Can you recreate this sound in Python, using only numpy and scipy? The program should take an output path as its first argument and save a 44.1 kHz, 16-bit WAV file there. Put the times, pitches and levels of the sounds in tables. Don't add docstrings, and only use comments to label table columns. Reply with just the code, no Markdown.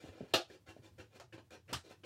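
import sys
import numpy as np
from scipy import signal
from scipy.io import wavfile

SR = 44100
rng = np.random.default_rng(int(sys.argv[2]) if len(sys.argv) > 2 else 0)


def dump_mix(stems):
    frames = np.atleast_2d(stems).T
    limited = np.clip(frames, -1, 1)
    pcm = np.round(limited * 32767).astype(np.int16)
    wavfile.write(sys.argv[1], SR, pcm)


def nominal_scale(level):
    x = np.asarray(level, float) / 20
    return 10 ** x


N = 90404

# start in seconds, rise in seconds, hold in seconds, level in dB, brightness in dB.
STROKES = [(0.0, 0.00063, 0.035, -63, 4), (0.035, 0.0079, 0.049, -64, 3.5), (0.106, 0.019, 0.058, -67, 0),
           (0.176, 0.021, 0.12, -69, 1), (0.476, 0.018, 0.056, -66.5, 6.5),
           (0.659, 0.0065, 0.015, -61.5, 0), (0.681, 0.0046, 0.021, -62, 6), (0.76, 0.0034, .012, -68, -7),
           (0.819, 0.009, 0.0063, -67, 5), (0.829, 0.01, 0.039, -69.5, 7), (0.979, 0.004, 0.032, -60.5, 1),
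           (1.102, 0.032, 0.021, -72.5, 2), (1.144, 0.0027, 0.025, -67.5, 7.5),
           (1.323, 0.0018, 0.02, -61, 2), (1.349, 0.0032, .015, -68, -1), (1.377, 0.0024, 0.008, -60, -3),
           (1.506, .001, .004, -59.5, 6.5), (1.513, 0.0051, 0.038, -62.5, 5.5),
           (1.679, 0.0085, 0.033, -57.5, 1.5), (1.836, 0.0044, 0.037, -65.5, 7),
           (1.889, 0.012, 0.018, -60.5, 6), (2.034, 0.018, .02, -51, -2)]
# frequency in Hz, density in dB per Hz.
CRUNCH_COLOUR = [(120, -49.5), (200, -2), (353, 7.5), (800, -6), (1700, -17.5), (3000, -12.5),
                 (5500, -15.5), (9000, -27), (16000, -35)]
# pitch in Hz, width in Hz, gain in dB.
BOTTLE_RESONANCES = [(350, 39, 5), (536, 290, -2.5), (1032, 49, 4), (1660, 367, 12.5), (2475, 290, 5),
                     (2600, 31, -12.5), (3670, 103, -20)]
# start in seconds, hold in seconds, pitch in Hz, level in dB.
RASPS = [(0.335, 0.0075, 3970, -43), (0.339, 0.0085, 4700, -43), (0.34, .008, 4650, -45),
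         (0.3385, 0.0054, 2820, -37.5), (0.338, 0.0033, 3520, -38), (0.34, 0.022, 1660, -43),
         (0.345, 0.023, 5860, -49.5), (0.374, 0.031, 706, -50), (0.088, .006, 1690, -65.5),
         (0.34, 0.026, 1194, -47.5), (0.497, 0.014, 375, -57), (0.498, 0.0071, 1700, -63.5),
         (0.5, 0.038, 3450, -72.5), (0.53, 0.017, 350, -63), (0.535, .016, 1580, -84),
         (0.493, 0.076, 4800, -77.5), (0.671, 0.042, 1620, -67), (0.98, 0.023, 1695, -66),
         (1.144, 0.0099, 2600, -79), (1.324, 0.014, 1654, -62), (1.325, 0.017, 2740, -62.5),
         (1.331, 0.011, 2250, -66), (1.378, 0.0044, 890, -63), (1.379, 0.014, 1620, -67.5),
         (1.374, 0.0079, 4040, -73), (1.502, 0.028, 1610, -72), (1.512, .045, 2500, -72),
         (1.679, 0.014, 1587, -68.5), (1.68, .012, 2660, -66), (1.693, 0.021, 2750, -64.5),
         (1.683, 0.026, 2150, -68.5), (1.692, .02, 1830, -67), (1.694, 0.029, 1140, -68),
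         (1.732, 0.0057, 1160, -44), (1.7308, 0.0044, 2770, -45), (1.734, 0.0076, 3230, -46),
         (1.733, 0.0054, 4830, -46.5), (1.734, 0.013, 5480, -52), (1.743, 0.012, 4020, -53.5),
         (1.847, 0.046, 3970, -71.5), (1.844, 0.047, 383, -63), (1.904, 0.012, 2380, -74),
         (2.033, 0.023, 1560, -68), (2.035, .02, 2950, -63), (2.039, 0.027, 2230, -64)]
# start in seconds, length in seconds, pitch in Hz, level in dB.
SQUEAKS = [
    (0.044, .012, 2900, -64),
    (0.087, .008, 2700, -64),
    (0.321, .009, 4150, -70),
    (0.687, .025, 2761, -53),
    (0.86, .008, 3550, -65),
    (0.998, .014, 2765, -57),
    (1.692, .012, 2880, -64),
]
# time in seconds, peak in dB.
TICKS = [(0.3377, -55), (0.501, -53), (0.763, -61), (0.828, -65), (0.984, -53.5), (1.143, -62),
         (1.159, -55), (1.2, -43), (1.3278, -53.5), (1.3779, -64), (1.507, -48), (1.679, -58),
         (1.731, -20.5), (1.846, -68), (1.907, -71), (2.036, -65)]
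# time in seconds, level in dB.
SNAPS = [
    (0.338, -34),
    (1.1988, -57),
    (1.7295, -45.5),
]
# frequency in Hz, density in dB per Hz.
SNAP_COLOURS = [
    [(200, -16), (480, -8.5), (950, -10), (1400, -4), (2100, -6.5), (3600, 0.5), (8000, -18.5),
     (16000, -22.5)],
    [(100, -17), (350, 0.5), (1000, -3.5), (3000, -13), (7000, -17.5), (16000, -61)],
    [(100, -29), (300, -11), (750, -7.5), (1200, 2), (3000, -6.5), (9000, -11.5), (10200, -35),
     (16000, -25)],
]
# pitch in Hz, level in dB, 60 dB decay in seconds.
SHELL_MODES = [(352, 4, 0.052), (532, 4, 0.033), (653, 1, 0.035), (766, -11.5, 0.061), (1209, -2, 0.013),
               (2543, 0.5, 0.01), (3686, -5, 0.0127)]
SHELL_DB = [-27, -42, -39]
# pitch in Hz, level in dB, 60 dB decay in seconds.
HOLLOW_MODES = [(356, -1.5, .16), (535, 0, 0.11), (578.5, -5, 0.2), (664, -2, 0.21), (707, -9, .2),
                (790, -6, 0.23), (2700, -8, .06), (3740, -6, 0.042)]
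HOLLOW_DB = [-2.5, -7.5, -8]
# time in seconds, peak in dB, pitch in Hz.
KNOCKS = [(0.039, -35, 294), (0.046, -42.5, 296), (0.0595, -41, 430), (0.089, -35, 302.4),
          (0.177, -46, 394), (0.2067, -27.5, 336), (0.211, -29, 251), (0.226, -35, 199),
          (0.235, -40.5, 382), (0.244, -43, 198), (0.154, -47.5, 350), (0.341, -22, 470),
          (0.3471, -17.5, 507), (0.502, -48.5, 404), (0.514, -46, 350), (0.551, -54, 341), (0.69, -44, 350),
          (0.765, -38, 410), (0.79, -45.5, 208), (1.159, -44, 382), (1.3452, -46.5, 201),
          (1.38, -41.5, 288), (1.52, -42, 354), (1.699, -38.5, 420), (1.726, -27, 296), (1.758, -40.5, 160),
          (1.909, -39.5, 401)]
# time in seconds, peak in dB, pitch in Hz.
THUDS = [(0.041, -51.5, 94), (0.088, -46.5, 99), (0.215, -50, 128), (0.355, -47, 109), (0.681, -49.5, 95),
         (0.79, -52.5, 130), (0.989, -49, 101), (1.24, -55, 128), (1.336, -50, 116), (1.692, -48.5, 119),
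         (1.738, -39.5, 123), (1.751, -42.5, 84)]
# frequency in Hz, 60 dB decay in seconds.
ROOM_T60 = [(100, 0.093), (500, 0.18), (2000, 0.17), (5000, 0.19), (9000, 0.18), (15000, 0.099)]
# frequency in Hz, density in dB per Hz.
HISS_COLOUR = [(59, -29), (100, 2.5), (250, -8.5), (480, -16), (1500, -26.5), (4000, -28), (9000, -32),
               (16000, -35)]
# pitch in Hz, width in Hz, level in dB.
RUMBLE = [(91, 44, -70), (130.8, 12, -81)]

BAND_EDGES_HZ = 28 * 2 ** np.arange(0, 9.4, 1 / 3)
SLIPS_PER_S, SLIP_SPREAD_DB, PATCHY_DB = 3000, 3.5, 2
BITE, RISE_POWER, BRIGHT_HZ = 0.5, 1.4, 2963
RASP_ATTACK_S, RASP_T60_S = 0.00078, 0.12
SQUEAK_WOBBLE, SQUEAK_OCTAVE_DB, SQUEAK_ROOM_DB = 0.006, -22, -6
TICK_BAND_HZ, TICK_ROOM_DB = [1000, 5500], 5
TEAR_S, TEAR_LOSS_DB = 0.0046, 16
KNOCK_CYCLES, KNOCK_ROOM_DB = 3.2, -10
THUD_DB, THUD_T60_S = 0.5, 0.12
HISS_DB, RUMBLE_SWING_DB = -72.5, 2.5
DIRECT_DB, DIRECT_S, BUILD_S, BUILD_CYCLES = 4.5, 0.0012, 0.0018, 0.24
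LOW_CUT_HZ, TOP_CUT_HZ = 63, 16900


def crunch():
    t = np.arange(N) / SR
    level, bright = np.zeros(N), np.zeros(N)
    for start, rise, hold, db, bright_db in STROKES:
        ramp = np.clip((t - start) / rise, 0, 1) ** RISE_POWER
        cutting = (t >= start) * (t < start + rise + hold)
        stroke = cutting * nominal_scale(db) * (BITE + (1 - BITE) * ramp)
        level = level + stroke
        bright = bright + stroke * nominal_scale(bright_db)
    hits = slip_sizes(N) * (rng.random(N) < SLIPS_PER_S / SR)
    slips = rms_one(hits) * nominal_scale(PATCHY_DB * drift(47))
    out = butter(slips * level, 1, BRIGHT_HZ, "low")
    out = out + butter(slips * bright, 1, BRIGHT_HZ, "high")
    for hz, width, db in BOTTLE_RESONANCES:
        out = out + resonate(slips * level * nominal_scale(db + PATCHY_DB * drift(10.4)), hz, width)
    return room(out, CRUNCH_COLOUR)


def rasps():
    t = np.arange(SR // 4) / SR
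    out = np.zeros(N + SR)
    for start, hold, hz, db in RASPS:
        width = 80 + 0.13 * hz
        slips = slip_sizes(2 * len(t))
        tone = resonate(resonate(slips, hz, width), hz, width)[len(t):]
        tone = tone / np.sqrt(np.mean(tone[:int((hold + 0.01) * SR)] ** 2))
        fall_db = 60 * np.maximum(t - hold, 0) / RASP_T60_S
        shape = (1 - np.exp(-t / RASP_ATTACK_S)) * nominal_scale(db - fall_db)
        first = int(start * SR)
        out[first:first + len(t)] += tone * shape
    return out[:N]


def squeaks():
    t = np.arange(N) / SR
    wavering_t = np.cumsum(1 + SQUEAK_WOBBLE * drift(80)) / SR
    roughness = nominal_scale(3.1 * drift(170))
    out = 0
    for start, length, hz, db in SQUEAKS:
        swell = np.sin(np.pi * np.clip((t - start) / length, 0, 1)) ** 0.5
        phase = 2 * np.pi * hz * wavering_t
        tone = np.sin(phase) + nominal_scale(SQUEAK_OCTAVE_DB) * np.sin(2 * phase)
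        out = out + nominal_scale(db) * swell * roughness * tone
    return out + nominal_scale(SQUEAK_ROOM_DB) * room(out, [(1000, -30), (2000, 6.0), (16000, 10.5)])


def ticks():
    s, db = np.transpose(TICKS)
    crack = butter(clicks(s, 2 * nominal_scale(db)) + 1e-18, 1, TICK_BAND_HZ, "band")
    return crack + nominal_scale(TICK_ROOM_DB) * room(crack, [(200, -1.0), (3000, -8.5), (16000, -7.5)])


def snaps():
    out = 0
    for (s, db), colour, shell_db, hollow_db in zip(SNAPS, SNAP_COLOURS, SHELL_DB, HOLLOW_DB):
        late = np.append(0, rng.exponential(TEAR_S, 11))
        tear_gain = nominal_scale(db + 31.5 - TEAR_LOSS_DB * (late > 0))
        tear = clicks(s + late, tear_gain * rng.choice([-1, 1], 12))
        blow = clicks([s], nominal_scale(db + 34.0))
        shell = sum(nominal_scale(shell_db + mode_db) * ring(blow, hz, t60) for hz, mode_db, t60 in SHELL_MODES)
        hollow = 0
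        for hz, mode_db, t60 in HOLLOW_MODES:
            push = clicks([s + 1 / hz], nominal_scale(db + hollow_db + mode_db))
            hollow = hollow + ring(push, hz, t60)
        out = out + room(tear + shell, colour) + hollow
    return out


def knocks():
    body = 0
    for s, db, hz in KNOCKS:
        contact = clicks([s], nominal_scale(db))
        t60 = KNOCK_CYCLES / hz
        body = body + ring(contact, hz, t60) + 0.46 * ring(-contact, hz * 1.81, t60)
    body = butter(body, 2, 950, "low")
    thud = sum(ring(clicks([s], nominal_scale(db + THUD_DB)), hz, THUD_T60_S) for s, db, hz in THUDS)
    thud = butter(thud, 2, 200, "low")
    return body + thud + nominal_scale(KNOCK_ROOM_DB) * room(body, [(60, -31.5), (200, 8.0), (16000, -0.5)])


def hush():
    noise, centres = bands(N)
    hiss = rms_one(nominal_scale(at_hz(HISS_COLOUR, centres)) @ noise)
    out = nominal_scale(HISS_DB + 2.5 * drift(5.6)) * hiss
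    for hz, width, db in RUMBLE:
        murmur = resonate(resonate(rng.standard_normal(N), hz, width), hz, width)
        out = out + nominal_scale(db + RUMBLE_SWING_DB * drift(3.8)) * rms_one(murmur)
    return out


def room(x, colour):
    noise, hz = bands(SR // 3)
    t = np.arange(noise.shape[1]) / SR
    shape = nominal_scale(DIRECT_DB) * np.exp(-t / DIRECT_S) + 1 - np.exp(-t / BUILD_S)
    build = 1 - np.exp(-t * hz[:, None] / BUILD_CYCLES)
    decay = nominal_scale(-60 * t / at_hz(ROOM_T60, hz)[:, None])
    answer = shape * (nominal_scale(at_hz(colour, hz)) @ (noise * build * decay))
    return signal.fftconvolve(x, answer / np.sqrt(np.sum(answer ** 2)))[:N]


def resonate(x, hz, width):
    r = np.exp(-np.pi * width / SR)
    poles = [1, -2 * r * np.cos(2 * np.pi * hz / SR), r * r]
    return signal.lfilter([(1 - r * r) / 2, 0, (r * r - 1) / 2], poles, x + 1e-18)


def ring(x, hz, t60):
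    r, w = nominal_scale(-60 / (t60 * SR)), 2 * np.pi * hz / SR
    return signal.lfilter([0, np.sin(w)], [1, -2 * r * np.cos(w), r * r], x + 1e-18)


def clicks(s, gain):
    out = np.zeros(N)
    np.add.at(out, np.clip((np.asarray(s) * SR).astype(int), 0, N - 1), gain)
    return out


def slip_sizes(count):
    spread = np.minimum(rng.exponential(1, count), 4)
    return nominal_scale(SLIP_SPREAD_DB * spread) * rng.choice([-1, 1], count)


def drift(rate):
    r = np.exp(-2 * np.pi * rate / SR)
    return rms_one(signal.lfilter([1], [1, -2 * r, r * r], rng.standard_normal(N + SR))[SR:])


def bands(size):
    white = rng.standard_normal((2, size + 4000))
    pairs = zip(BAND_EDGES_HZ, BAND_EDGES_HZ[1:])
    rows = [butter(white[k % 2], 2, [lo, hi], "band")[4000:] for k, (lo, hi) in enumerate(pairs)]
    return np.array(rows), np.sqrt(BAND_EDGES_HZ[1:] * BAND_EDGES_HZ[:-1])


def butter(x, order, hz, kind):
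    return signal.sosfilt(signal.butter(order, hz, kind, fs=SR, output="sos"), x)


def at_hz(points, hz):
    table_hz, values = np.transpose(points)
    return np.interp(np.log(hz), np.log(table_hz), values)


def rms_one(x):
    return x / np.sqrt(np.mean(x ** 2) + 1e-20)


def scene():
    return (crunch() + rasps() + squeaks() + ticks() + snaps() + knocks() + hush())[None]


def low_pass(x):
    return signal.sosfilt(signal.butter(12, 16460, fs=SR, output="sos"), x)


def record(dry):
    mix = butter(dry, 4, LOW_CUT_HZ, "high")
    mix = signal.sosfilt(signal.cheby2(12, 60, TOP_CUT_HZ, fs=SR, output="sos"), mix)
    return low_pass(mix)


dry = scene()
out = record(dry)
dump_mix(out)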